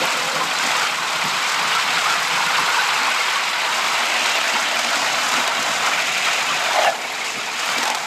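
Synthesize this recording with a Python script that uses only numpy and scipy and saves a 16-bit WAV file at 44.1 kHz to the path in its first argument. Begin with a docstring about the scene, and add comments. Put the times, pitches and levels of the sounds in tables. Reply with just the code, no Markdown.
"""A miniature steam locomotive runs at speed on a raised steel track in a garden, heard from a car
riding alongside. From the start, rough contact makes the wheels roar and rasp and the beams boom, steam
hisses in four quick beats a turn, the rods tick in their pins, and bumps jolt the rumbling car.
Midway the listener falls behind the cab. Near seven seconds a hollow span groans and the rolling eases;
at the end the wheels clatter over a rough stretch."""
import sys
import numpy as np
from scipy import signal
from scipy.fft import rfft, irfft, next_fast_len
from scipy.io import wavfile

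SR = 44100
rng = np.random.default_rng(int(sys.argv[2]) if len(sys.argv) > 2 else 0)


def output_pcm(signal):
    """Save a mono or channel-first signal as 16-bit PCM at the path in sys.argv[1].

    Samples are clipped to [-1, 1] before scaling.
    """
    pcm = np.clip(np.atleast_2d(signal).T, -1, 1) * 32767
    wavfile.write(sys.argv[1], SR, np.round(pcm).astype(np.int16))


N = 355446
TIME = np.arange(N) / SR

# Strength of the rolling contact, which also scales steam and rattle: time_s, level_db
ROLLING_DRIVE = [(0, -24), (0.3, -25), (0.57, -25), (0.64, -22.5), (0.84, -22), (0.9, -25.5), (1.02, -26.0),
                 (1.3, -23.5), (1.62, -23), (1.75, -22), (2.12, -22), (2.24, -23), (2.7, -22), (3.0, -23),
                 (3.33, -23.5), (3.5, -24), (3.9, -23), (4.3, -23), (4.45, -22), (4.75, -23), (5.0, -22.5),
                 (5.38, -22.5), (5.53, -24), (5.9, -23), (6.06, -23), (6.25, -22.5), (6.6, -24),
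                 (6.87, -23), (6.91, -28), (6.97, -30.5), (7.27, -27), (7.36, -28.5), (7.52, -28.5),
                 (7.6, -25), (7.75, -24), (7.81, -26), (7.88, -24.5), (7.93, -29), (8.06, -29.5)]
# Response of the track relative to that drive: time_s, rails_db, beams_db
TRACK_RESPONSE = [(0, 0, -7.5), (.8, -0.5, -11), (1.3, -2.1, -13.5), (2.1, -2.5, -12.5), (2.75, 0, -15.5),
                  (3.35, -1, -11.5), (3.48, -2.5, -15), (3.7, -0.5, -10), (4.55, -3.5, -14),
                  (4.8, -4.5, -9), (5.4, -1, -13), (5.99, -2, -9.5), (6.04, -7.5, -10.5), (6.23, -7.5, -10),
                  (6.3, -5, -11), (6.67, -2, -7), (6.95, -3.5, -1.5), (7.3, -5, -10), (7.75, -2, -11.5),
                  (7.9, -4, -8), (8.06, 0, -4)]
# Rough patches of rail: time_s, surge_db
ROUGH_PATCHES = [(1.76, 1.5), (2.08, 0.5), (2.6, 0), (2.78, 0.5), (3.05, 2), (3.33, 0.5), (4.3, 1.5),
                 (4.58, 3.5), (5.86, 3), (6.28, 3), (6.84, 0)]
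# Spectra of the rails, the wheels and the beams: frequency_hz, density_db
ROAR_SPECTRUM = [(60, -55), (200, -27.5), (380, -16), (520, -9), (620, -23), (800, -4), (950, -1),
                 (1100, -1.5), (1220, -1), (1340, 0), (1520, -1.5), (1750, -13.5), (2300, -16),
                 (5000, -34.5)]
RASP_SPECTRUM = [(100, -37), (900, -44), (1550, -4), (1800, -1.5), (2100, 0.5), (2600, -1), (3200, -4),
                 (3650, -5.5), (4000, -6), (4400, -9.5), (5000, -8.5), (6000, -23.5), (9000, -38)]
BOOM_SPECTRUM = [(60, -96), (250, -22), (450, -15), (550, -9.5), (640, -1.5), (750, 0.5), (900, -10),
                 (1200, -17), (2500, -34.5)]
def rolling_noise():
    """Forced vibration: roughness drives rails, wheels and beams; one bouncing load modulates all."""
    roar_db, rasp_db, boom_db, patch_s = -1, -1.54, 0.5, 0.044
    rails_db, beams_db = in_time(TRACK_RESPONSE)
    surge_db = sum(db * np.exp(-((TIME - s) / patch_s) ** 2) for s, db in ROUGH_PATCHES)
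    drive_db = in_time(ROLLING_DRIVE)[0] + lift_before_knocks_db()
    load = drift(68)
    pings = .25 * clatter(count=1900, t60_s=.095, spread_db=6)
    roar = contact_noise(grains_per_s=1500, grit=0.45, spread_db=3) + pings
    roar *= from_db(drive_db + surge_db + rails_db + roar_db + 0.26 * load)
    rasp = contact_noise(grains_per_s=2500, grit=0.42, spread_db=7) + pings
    rasp *= from_db(drive_db + 0.36 * surge_db + rasp_db + 1.05 * load)
    boom = rng.standard_normal(N) * from_db(drive_db + beams_db + boom_db + 2.66 * load)
    return colour(roar, ROAR_SPECTRUM) + colour(rasp, RASP_SPECTRUM) + colour(boom, BOOM_SPECTRUM)


# Steam hiss relative to the rolling: time_s, level_db
STEAM_LEVEL = [(0, -5.5), (0.8, -7), (1.7, -8), (2.1, -8), (2.8, -8), (3.35, -6.5), (3.58, -9.5),
               (3.9, -6.5), (4.3, -8.5), (4.7, -7.5), (5.05, -7.5), (5.42, -6), (5.5, -11), (5.62, -5.5),
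               (6.1, -8), (6.4, -7.5), (7.0, -7.5), (7.4, -7), (8.06, -6)]
# Brief spurts of steam: peak_s, boost_db
STEAM_SPURTS = [(.8, 1.5), (2.11, 1.5), (4.27, 3), (7.3, 2.5)]
# Water drops in the steam: start_s, level_db
WATER_SPITS = [(0.055, -14), (0.175, -23), (0.636, -22), (2.204, -22), (2.694, -20), (3.880, -20),
               (4.299, -20), (4.384, -22), (4.613, -22), (4.758, -20), (5.400, -22), (5.601, -26),
               (5.865, -21), (6.012, -24), (6.073, -24), (6.125, -24), (6.179, -21), (7.659, -19),
               (7.701, -19)]
# Spectra of the hiss and of any sharp spit, tap or crack: frequency_hz, density_db
HISS_SPECTRUM = [(100, -49), (2000, -6.5), (4000, 1), (5000, 4.5), (5800, 2), (7000, 2), (7700, 1.5),
                 (8500, -3), (9300, -11.5), (10100, -14), (11000, -13.5), (12500, -14.5), (14200, -20)]
SNAP_SPECTRUM = [(500, -35), (4000, -2), (8000, -23), (10000, -1), (14000, 1)]
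def steam(turns):
    """Jet noise: wet hiss, amplitude-modulated by four exhaust beats a turn, with spitting drops."""
    (rolling_db,), (steam_db,) = in_time(ROLLING_DRIVE), in_time(STEAM_LEVEL)
    hiss_db, spit_db, spits_per_s = 0.68, 11, 9
    beat_db = .6 * np.cos(2 * np.pi * 4 * turns)
    spurts_db = sum(db * swell(s, s, rise_s=0.071, t60_s=0.48) for s, db in STEAM_SPURTS)
    flow = from_db(rolling_db + steam_db + hiss_db + spurts_db + beat_db + 1.38 * drift(45))
    spits = flow * (rng.random(N) < spits_per_s / SR) * rng.uniform(3, 5.5, N)
    for s, db in WATER_SPITS:
        spits[round(s * SR)] += from_db(db + spit_db)
    hiss = contact_noise(grains_per_s=2300, grit=0.42, spread_db=10) * flow
    return colour(hiss, HISS_SPECTRUM) + colour(spits, SNAP_SPECTRUM)


# Points of each turn where the rods take up their play: phase_turns, relative_db
ROD_BACKLASH = [(0, 0), (.26, -11), (.52, -6.5)]
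# Strength of the regular ticks: time_s, level_db
TICK_LEVEL = [(0, -28.5), (1.1, -29), (2.5, -30), (3.4, -28.5), (4.6, -30.5), (6.3, -33), (8.06, -38)]
# Harder clinks: start_s, level_db, pitch_hz
ROD_CLINKS = [(0.767, -31, 11430), (1.540, -31, 11170), (1.708, -33, 11540), (1.758, -30, 11450),
              (2.052, -29.5, 11100), (2.281, -24, 11100), (2.600, -22, 10960), (2.809, -25, 11260),
              (3.101, -24, 11060), (3.326, -29, 11000), (4.056, -24, 11120), (4.793, -24, 11110),
              (5.131, -31, 11280), (5.212, -30, 11320), (6.467, -27, 10930), (7.123, -29, 11300)]
# Modes of a rod: pitch_ratio, level_db, t60_s
ROD_MODES = [(1, -2, 0.027), (.975, -14, 0.02), (1.04, -8, .022)]
def rods(turns):
    """Backlash: the rods strike their pins each turn, giving a snap and a short, high modal ring."""
    tick_hz, pitch_scatter = 10830, 0.014   # the pitch varies a little from tap to tap
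    level_db, = in_time(TICK_LEVEL)
    taps = [(round(s * SR), db, hz) for s, db, hz in ROD_CLINKS]
    for phase, db in ROD_BACKLASH:
        for at in np.flatnonzero(np.diff(np.floor(turns - phase))):
            tap_db = level_db[at] + db + 2.4 * rng.normal()
            taps.append((at, tap_db, tick_hz * (1 + pitch_scatter * rng.normal())))
    snaps, rings = np.zeros((2, N))
    t = TIME[:SR // 20]
    for at, tap_db, hz in taps:
        snaps[at] += from_db(tap_db)
        for ratio, db, t60_s in ROD_MODES:
            ping = from_db(-60 * t / t60_s) * np.sin(2 * np.pi * hz * ratio * t)
            rings[at:at + len(t)] += from_db(tap_db + db - 4.5 + 2 * rng.normal()) * ping[:N - at]
    return colour(snaps, SNAP_SPECTRUM) + rings


# Wheels landing on the rail: start_s, level_db, relative_body_db
WHEEL_KNOCKS = [(0.587, -23, -3), (1.160, -27, -8), (1.497, -28, -6), (1.751, -23, -3), (1.982, -23, -3),
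                (2.099, -26, 0), (3.436, -29, -6), (4.260, -22, -4), (4.686, -29, -2), (4.792, -21, -5),
                (4.846, -22, 0), (4.957, -23, -5), (5.340, -23, -4), (5.477, -19, -1), (6.178, -26, -8),
                (6.732, -22, -3), (6.847, -26.5, 14), (6.921, -41, 0), (7.783, -18.5, 2), (7.830, -19, 3),
                (7.837, -24, -4), (7.854, -22, -3), (7.878, -22, -8), (7.901, -19.5, 1), (7.948, -20.5, 0),
                (7.953, -27, 1), (7.984, -27, -7)]
# Spectra of a knock's bright part and dull body: frequency_hz, density_db
BRIGHT_SPECTRUM = [(100, -38), (900, -24), (1700, 1), (2600, 3.5), (5000, 3), (8000, -1), (10000, -14),
                   (14000, -15)]
DULL_SPECTRUM = [(100, -51), (350, 0), (900, 4), (1600, 0.5), (3000, -16), (9000, -45)]
def wheel_knocks():
    """Impact and rebound: steel lands on steel with a crack, a brief burst and a longer crunch."""
    rebound_s, rebound_db = 0.0035, -16
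    impact_db, crunch_db, dull_db, crack_db = 3.5, -4, -3.5, -3
    blows, bodies = np.zeros((2, N))
    for s, db, body_db in WHEEL_KNOCKS:
        at = [round(s * SR), round((s + rebound_s * rng.uniform(.8, 1.2)) * SR)]
        blows[at] = from_db([db, db + rebound_db])
        bodies[at] = blows[at] * from_db(dull_db + body_db)
    impact = from_db(impact_db) * decay([blows, bodies], t60_s=0.0096)
    crunch = from_db(crunch_db) * decay([blows, bodies], t60_s=0.034)
    bright, dull = (impact + crunch) * rng.standard_normal((2, N))
    crack = from_db(crack_db) * colour(blows, SNAP_SPECTRUM)
    return colour(bright, BRIGHT_SPECTRUM) + colour(dull, DULL_SPECTRUM) + crack


def lift_before_knocks_db(lift_db=0.1, lead_s=0.015):
    """Amplitude modulation: the rolling rises very slightly before a knock, more for a harder one."""
    hardest_db = max(db for _, db, _ in WHEEL_KNOCKS)
    return lift_db * sum(from_db(db - hardest_db) * np.exp(-((TIME - s + lead_s) / lead_s) ** 2)
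                         for s, db, _ in WHEEL_KNOCKS)


# Brief rings of wheels and track: peak_s, pitch_hz, level_db, t60_s
TRACK_RINGS = [(0.019, 523, -24, 0.2), (.415, 1027, -18.5, 0.085), (.755, 1110, -22, .08),
               (1.773, 1340, -20, 0.055), (1.971, 1620, -23, 0.081), (2.062, 1270, -20, .09),
               (2.108, 1370, -17, 0.082), (2.587, 1116, -19, 0.12), (2.622, 2700, -24, .06),
               (2.690, 1420, -18, 0.075), (2.772, 927, -19, .07), (2.792, 1506, -17.5, .09),
               (2.961, 2620, -23, .07), (3.208, 2160, -20.5, .07), (3.336, 1507, -23, .06),
               (3.362, 1114, -20, 0.09), (4.156, 1960, -20.5, 0.075), (4.352, 2770, -24, .07),
               (4.569, 860, -23, 0.068), (6.275, 1295, -20, 0.09), (6.492, 3000, -26, .07),
               (6.510, 1180, -20.5, 0.077), (6.795, 644, -15, 0.11), (6.855, 804, -18, 0.11),
               (6.862, 2780, -22.5, 0.076), (6.872, 1717, -19, 0.14), (6.878, 670, -14.5, 0.13),
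               (6.713, 920, -22, .06), (6.927, 1420, -25, .06), (6.955, 845, -24, .06),
               (7.049, 2220, -25, 0.054), (7.155, 2370, -32, .1), (7.217, 2220, -22, 0.053),
               (7.292, 2650, -25, .08), (7.762, 2320, -21.5, 0.073), (7.84, 847, -27, 0.17),
               (7.903, 860, -23, 0.15)]
def track_rings(rise_s=.006):
    """Damped resonance: a moment of rubbing builds up a mode, which wavers and dies away."""
    out, waver = np.zeros(N), 0.75 * drift(49)
    for s, hz, db, t60_s in TRACK_RINGS:
        near = slice(max(0, int((s - .05) * SR)), int((s + .25) * SR))
        t = TIME[near] - s
        envelope = np.where(t < 0, np.exp(-(t / rise_s) ** 2), from_db(-60 * np.abs(t) / t60_s))
        tone = np.sin(2 * np.pi * (hz * t + rng.random()) + waver[near])
        out[near] += np.sqrt(2) * from_db(db) * envelope * tone
    return out


# Hollow spans of track: start_s, end_s, pitch_hz, bandwidth_hz, level_db
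HOLLOW_SPANS = [(6.77, 6.803, 727, 237, -19), (6.843, 6.875, 715, 250, -20.5),
                (7.845, 7.925, 860, 160, -27.5)]
def span_groans():
    """Broad resonance: a hollow span groans as the wheels run onto it and dies away behind them."""
    out = np.zeros(N)
    for start, end, hz, width, db in HOLLOW_SPANS:
        band = signal.butter(3, [hz - width / 2, hz + width / 2], "band", fs=SR, output="sos")
        groan = rms_one(signal.sosfilt(band, rng.standard_normal(N)))
        out += from_db(db) * swell(start, end, rise_s=0.032, t60_s=0.3) * groan
    return out


# Held bands of noise: start_s, end_s, centre_hz, bandwidth_hz, level_db
HELD_BANDS = [(0.2, 0.39, 510, 57, -33), (1, 3.1, 1055, 340, -30), (4, 5.85, 674, 140, -34),
              (6, 6.3, 2380, 340, -28.5), (4.798, 5.05, 4900, 1400, -33.5), (5.0, 7.5, 6950, 300, -48),
              (6.05, 6.6, 6930, 220, -44), (7, 7.5, 415, 100, -43.5), (7, 8.6, 2320, 210, -37),
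              (-1, 0.12, 2480, 230, -29.5), (3, 3.6, 2250, 570, -30), (4, 4.36, 2500, 740, -27)]
def swells_and_whines(fade_s=.12):
    """Band-limited noise: broad swells in the roar and rasp, and a few faint, narrow whines."""
    out = np.zeros(N)
    for start, end, hz, width, db in HELD_BANDS:
        fade = np.clip(np.minimum(TIME - start, end - TIME) / fade_s + 1, 0, 1)
        out += from_db(db) * fade * resonance(hz, width)
    return out


# The riding car between jolts: time_s, rumble_db, drone_db
CAR_RIDE = [(0, -45.5, -44.5), (2.6, -43.5, -60), (3.3, -51, -53.5), (4.1, -50.5, -46), (4.9, -46.5, -43.5),
            (6.4, -46, -48), (7.1, -52, -48.5), (8.06, -49, -49)]
# Bumps in the track: peak_s, thud_db, ring_db
CAR_JOLTS = [(0.02, -29.5, -34), (.36, -33, -37), (0.439, -32, -53), (0.65, -34.5, -37), (1.26, -34.5, -46),
             (1.9, -38, -43), (2.619, -41, -53), (3.01, -56, -40), (3.099, -58, -43), (4.229, -42, -38),
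             (4.55, -56, -37), (4.86, -57, -39), (4.977, -51, -36), (5.385, -52, -32), (5.6, -44, -34),
             (5.7, -32, -54), (6.51, -40, -41), (7.38, -39, -45), (7.789, -55, -33.5), (7.91, -53, -37)]
# Modes of the car body: pitch_hz, bandwidth_hz, level_db
CAR_MODES = [(238, 18.4, -2), (293, 33, -3.5), (361, 55, -9)]
# Spectrum of the rumble: frequency_hz, density_db
RUMBLE_SPECTRUM = [(20, -19), (55, -30), (80, -16), (105, -10.5), (135, -0.5), (165, 3.5), (200, 0.5),
                   (300, -4.5), (450, -6.5), (900, -27.5)]
def riding_car():
    """Structure-borne sound: the car rumbles and drones; each jolt rings its floor and body."""
    floor_hz, floor_db, pitch_scatter = 159.6, -13.5, 0.023
    shake, drone_gain = from_db(in_time(CAR_RIDE))
    rings = np.zeros(N)
    for s, thud_db, ring_db in CAR_JOLTS:
        jolt = swell(s, s, rise_s=0.022, t60_s=0.23)
        shake = np.hypot(shake, from_db(thud_db) * jolt)   # the powers add
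        near = np.abs(TIME - s) < .5
        modes = [(floor_hz, thud_db + floor_db)] + [(hz, ring_db + db) for hz, _, db in CAR_MODES]
        for hz, db in modes:
            pitch_hz = hz * (1 + pitch_scatter * rng.normal())
            tone = np.sin(2 * np.pi * (pitch_hz * (TIME[near] - s) + rng.random()))
            rings[near] += np.sqrt(2) * from_db(db) * jolt[near] * tone
    rumble = colour(rng.standard_normal(N) * shake * from_db(2.4 * drift(11)), RUMBLE_SPECTRUM)
    drone = rms_one(sum(from_db(db) * resonance(hz, width) for hz, width, db in CAR_MODES))
    return rumble + drone_gain * drone + rings


def loose_fittings(relative_db=-13.5):
    """Contact rattle: shaken by the rolling, loose fittings jingle in uneven bursts."""
    rolling_db, = in_time(ROLLING_DRIVE)
    jingle = clatter(count=420, t60_s=0.082, spread_db=6.5)
    return jingle * from_db(rolling_db + relative_db + 2 * drift(8))


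def contact_noise(grains_per_s, grit, spread_db):
    """Shot noise: sparse grains of uneven size over a fine Gaussian roughness; rms 1."""
    sizes = from_db(spread_db * np.minimum(rng.exponential(1, N), 4)) * rng.choice([-1, 1], N)
    grains = rms_one(sizes * (rng.random(N) < grains_per_s / SR))
    return rms_one(rng.standard_normal(N) + grit * grains)


def clatter(count, t60_s, spread_db):
    """Impulse responses: small blows at random times each ring one mode of the metalwork; rms 1."""
    out, t = np.zeros(N), TIME[:SR // 8]
    envelope = from_db(-60 * t / t60_s)
    for when, pitch, size in rng.random((count, 3)):
        at, hz = int(when * N), 600 + 4000 * pitch
        ping = from_db(spread_db * size) * envelope * np.sin(2 * np.pi * hz * t)
        out[at:at + len(t)] += ping[:N - at]
    return rms_one(out)


def resonance(hz, width_hz):
    """Band-pass noise from two equal resonators in cascade; rms 1."""
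    r = np.exp(-np.pi * width_hz * np.sqrt(2) / SR)
    section = [1 - r, 0, r - 1, 1, -2 * r * np.cos(2 * np.pi * hz / SR), r * r]
    return rms_one(signal.sosfilt([section, section], rng.standard_normal(N)))


def colour(x, spectrum):
    """Minimum-phase filter with the given spectral shape; white noise keeps its power."""
    size = 2 * next_fast_len(N // 2 + SR // 10)
    hz, db = np.transpose(spectrum)
    log_hz = np.log(np.fft.rfftfreq(size, 1 / SR) + 1)
    gain = rms_one(from_db(np.interp(log_hz, np.log(hz), db)))
    cepstrum = irfft(np.log(gain)) * (1 + np.sign(np.fft.fftfreq(size)))
    return irfft(rfft(x, size) * np.exp(rfft(cepstrum)))[:N]


def drift(rate_hz):
    """Low-pass noise: a smooth random fluctuation of rms about 1."""
    step, settle = 40, 2000
    r = np.exp(-2 * np.pi * rate_hz * step / SR)
    noise = rng.standard_normal(N // step + settle + 2)
    slow = signal.lfilter([1], [1, -2 * r, r * r], noise)[settle:]
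    return np.interp(np.arange(N) / step, np.arange(len(slow)), rms_one(slow))


def swell(start, end, rise_s, t60_s):
    """Envelope: a Gaussian rise to 1 at start, a hold until end, then exponential decay."""
    early, late = np.maximum(start - TIME, 0), np.maximum(TIME - end, 0)
    return np.exp(-np.minimum((early / rise_s) ** 2 + np.log(1000) * late / t60_s, 30))


def decay(impulses, t60_s):
    """Leaky integration gives each impulse an exponential tail."""
    return signal.lfilter([1], [1, -from_db(-60 / (t60_s * SR))], np.asarray(impulses) + 1e-18)


def in_time(rows):
    """Linear interpolation of each column to every sample."""
    times, *columns = np.transpose(rows)
    return [np.interp(TIME, times, column) for column in columns]


def from_db(db):
    """Decibels to amplitude ratio."""
    return 10 ** (np.asarray(db) / 20)


def rms_one(x):
    """Normalisation to rms 1."""
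    return x / np.sqrt(np.mean(x ** 2) + 1e-20)


# Rotation of the driving wheels: time_s, angle_turns
WHEEL_TURNS = [(0, .31), (.278, 3), (1.522, 15), (2.254, 22), (3.094, 30), (4.558, 44), (5.809, 56),
               (6.335, 61), (8.06, 77.45)]
# Place of the listener: time_s, behind_fraction (0 beside the boiler, 1 behind the cab)
LISTENER_PLACE = [(0, 0), (3.4, 0.13), (4.6, 0.55), (5.8, 1), (7.2, 0.6), (8.06, .6)]
# Colouring of the running noise behind the cab: frequency_hz, gain_db
CAB_RESPONSE = [(1500, 0.5), (2300, 0), (2650, 0), (3250, -1), (3850, 0.5), (4250, -2.5), (4750, -1),
                (5600, -.5), (6300, 2.5), (7200, 2), (8200, -1.5), (9200, 2), (11000, 0)]
def scene():
    """Superposition in open air: all sources travel with the listener, the same in both ears."""
    turns, = in_time(WHEEL_TURNS)
    behind, = in_time(LISTENER_PLACE)
    running = rolling_noise() + loose_fittings() + steam(turns)
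    running = (1 - behind) * running + behind * colour(running, CAB_RESPONSE)
    mono = running + span_groans() + track_rings() + swells_and_whines()
    mono += rods(turns) + wheel_knocks() + riding_car()
    return np.stack([mono, mono])


def record(dry):
    """Soft saturation rounds the highest peaks; band limiting cuts the deep bass and the top."""
    ceiling, low_cut_hz, high_cut_hz = .5, 80, 14150
    rounded = dry / (1 + (dry / ceiling) ** 6) ** (1 / 6)
    thin = signal.sosfilt(signal.butter(2, low_cut_hz, "high", fs=SR, output="sos"), rounded)
    return signal.sosfilt(signal.ellip(14, .1, 90, high_cut_hz, fs=SR, output="sos"), thin)


dry = scene()
out = record(dry)
output_pcm(out)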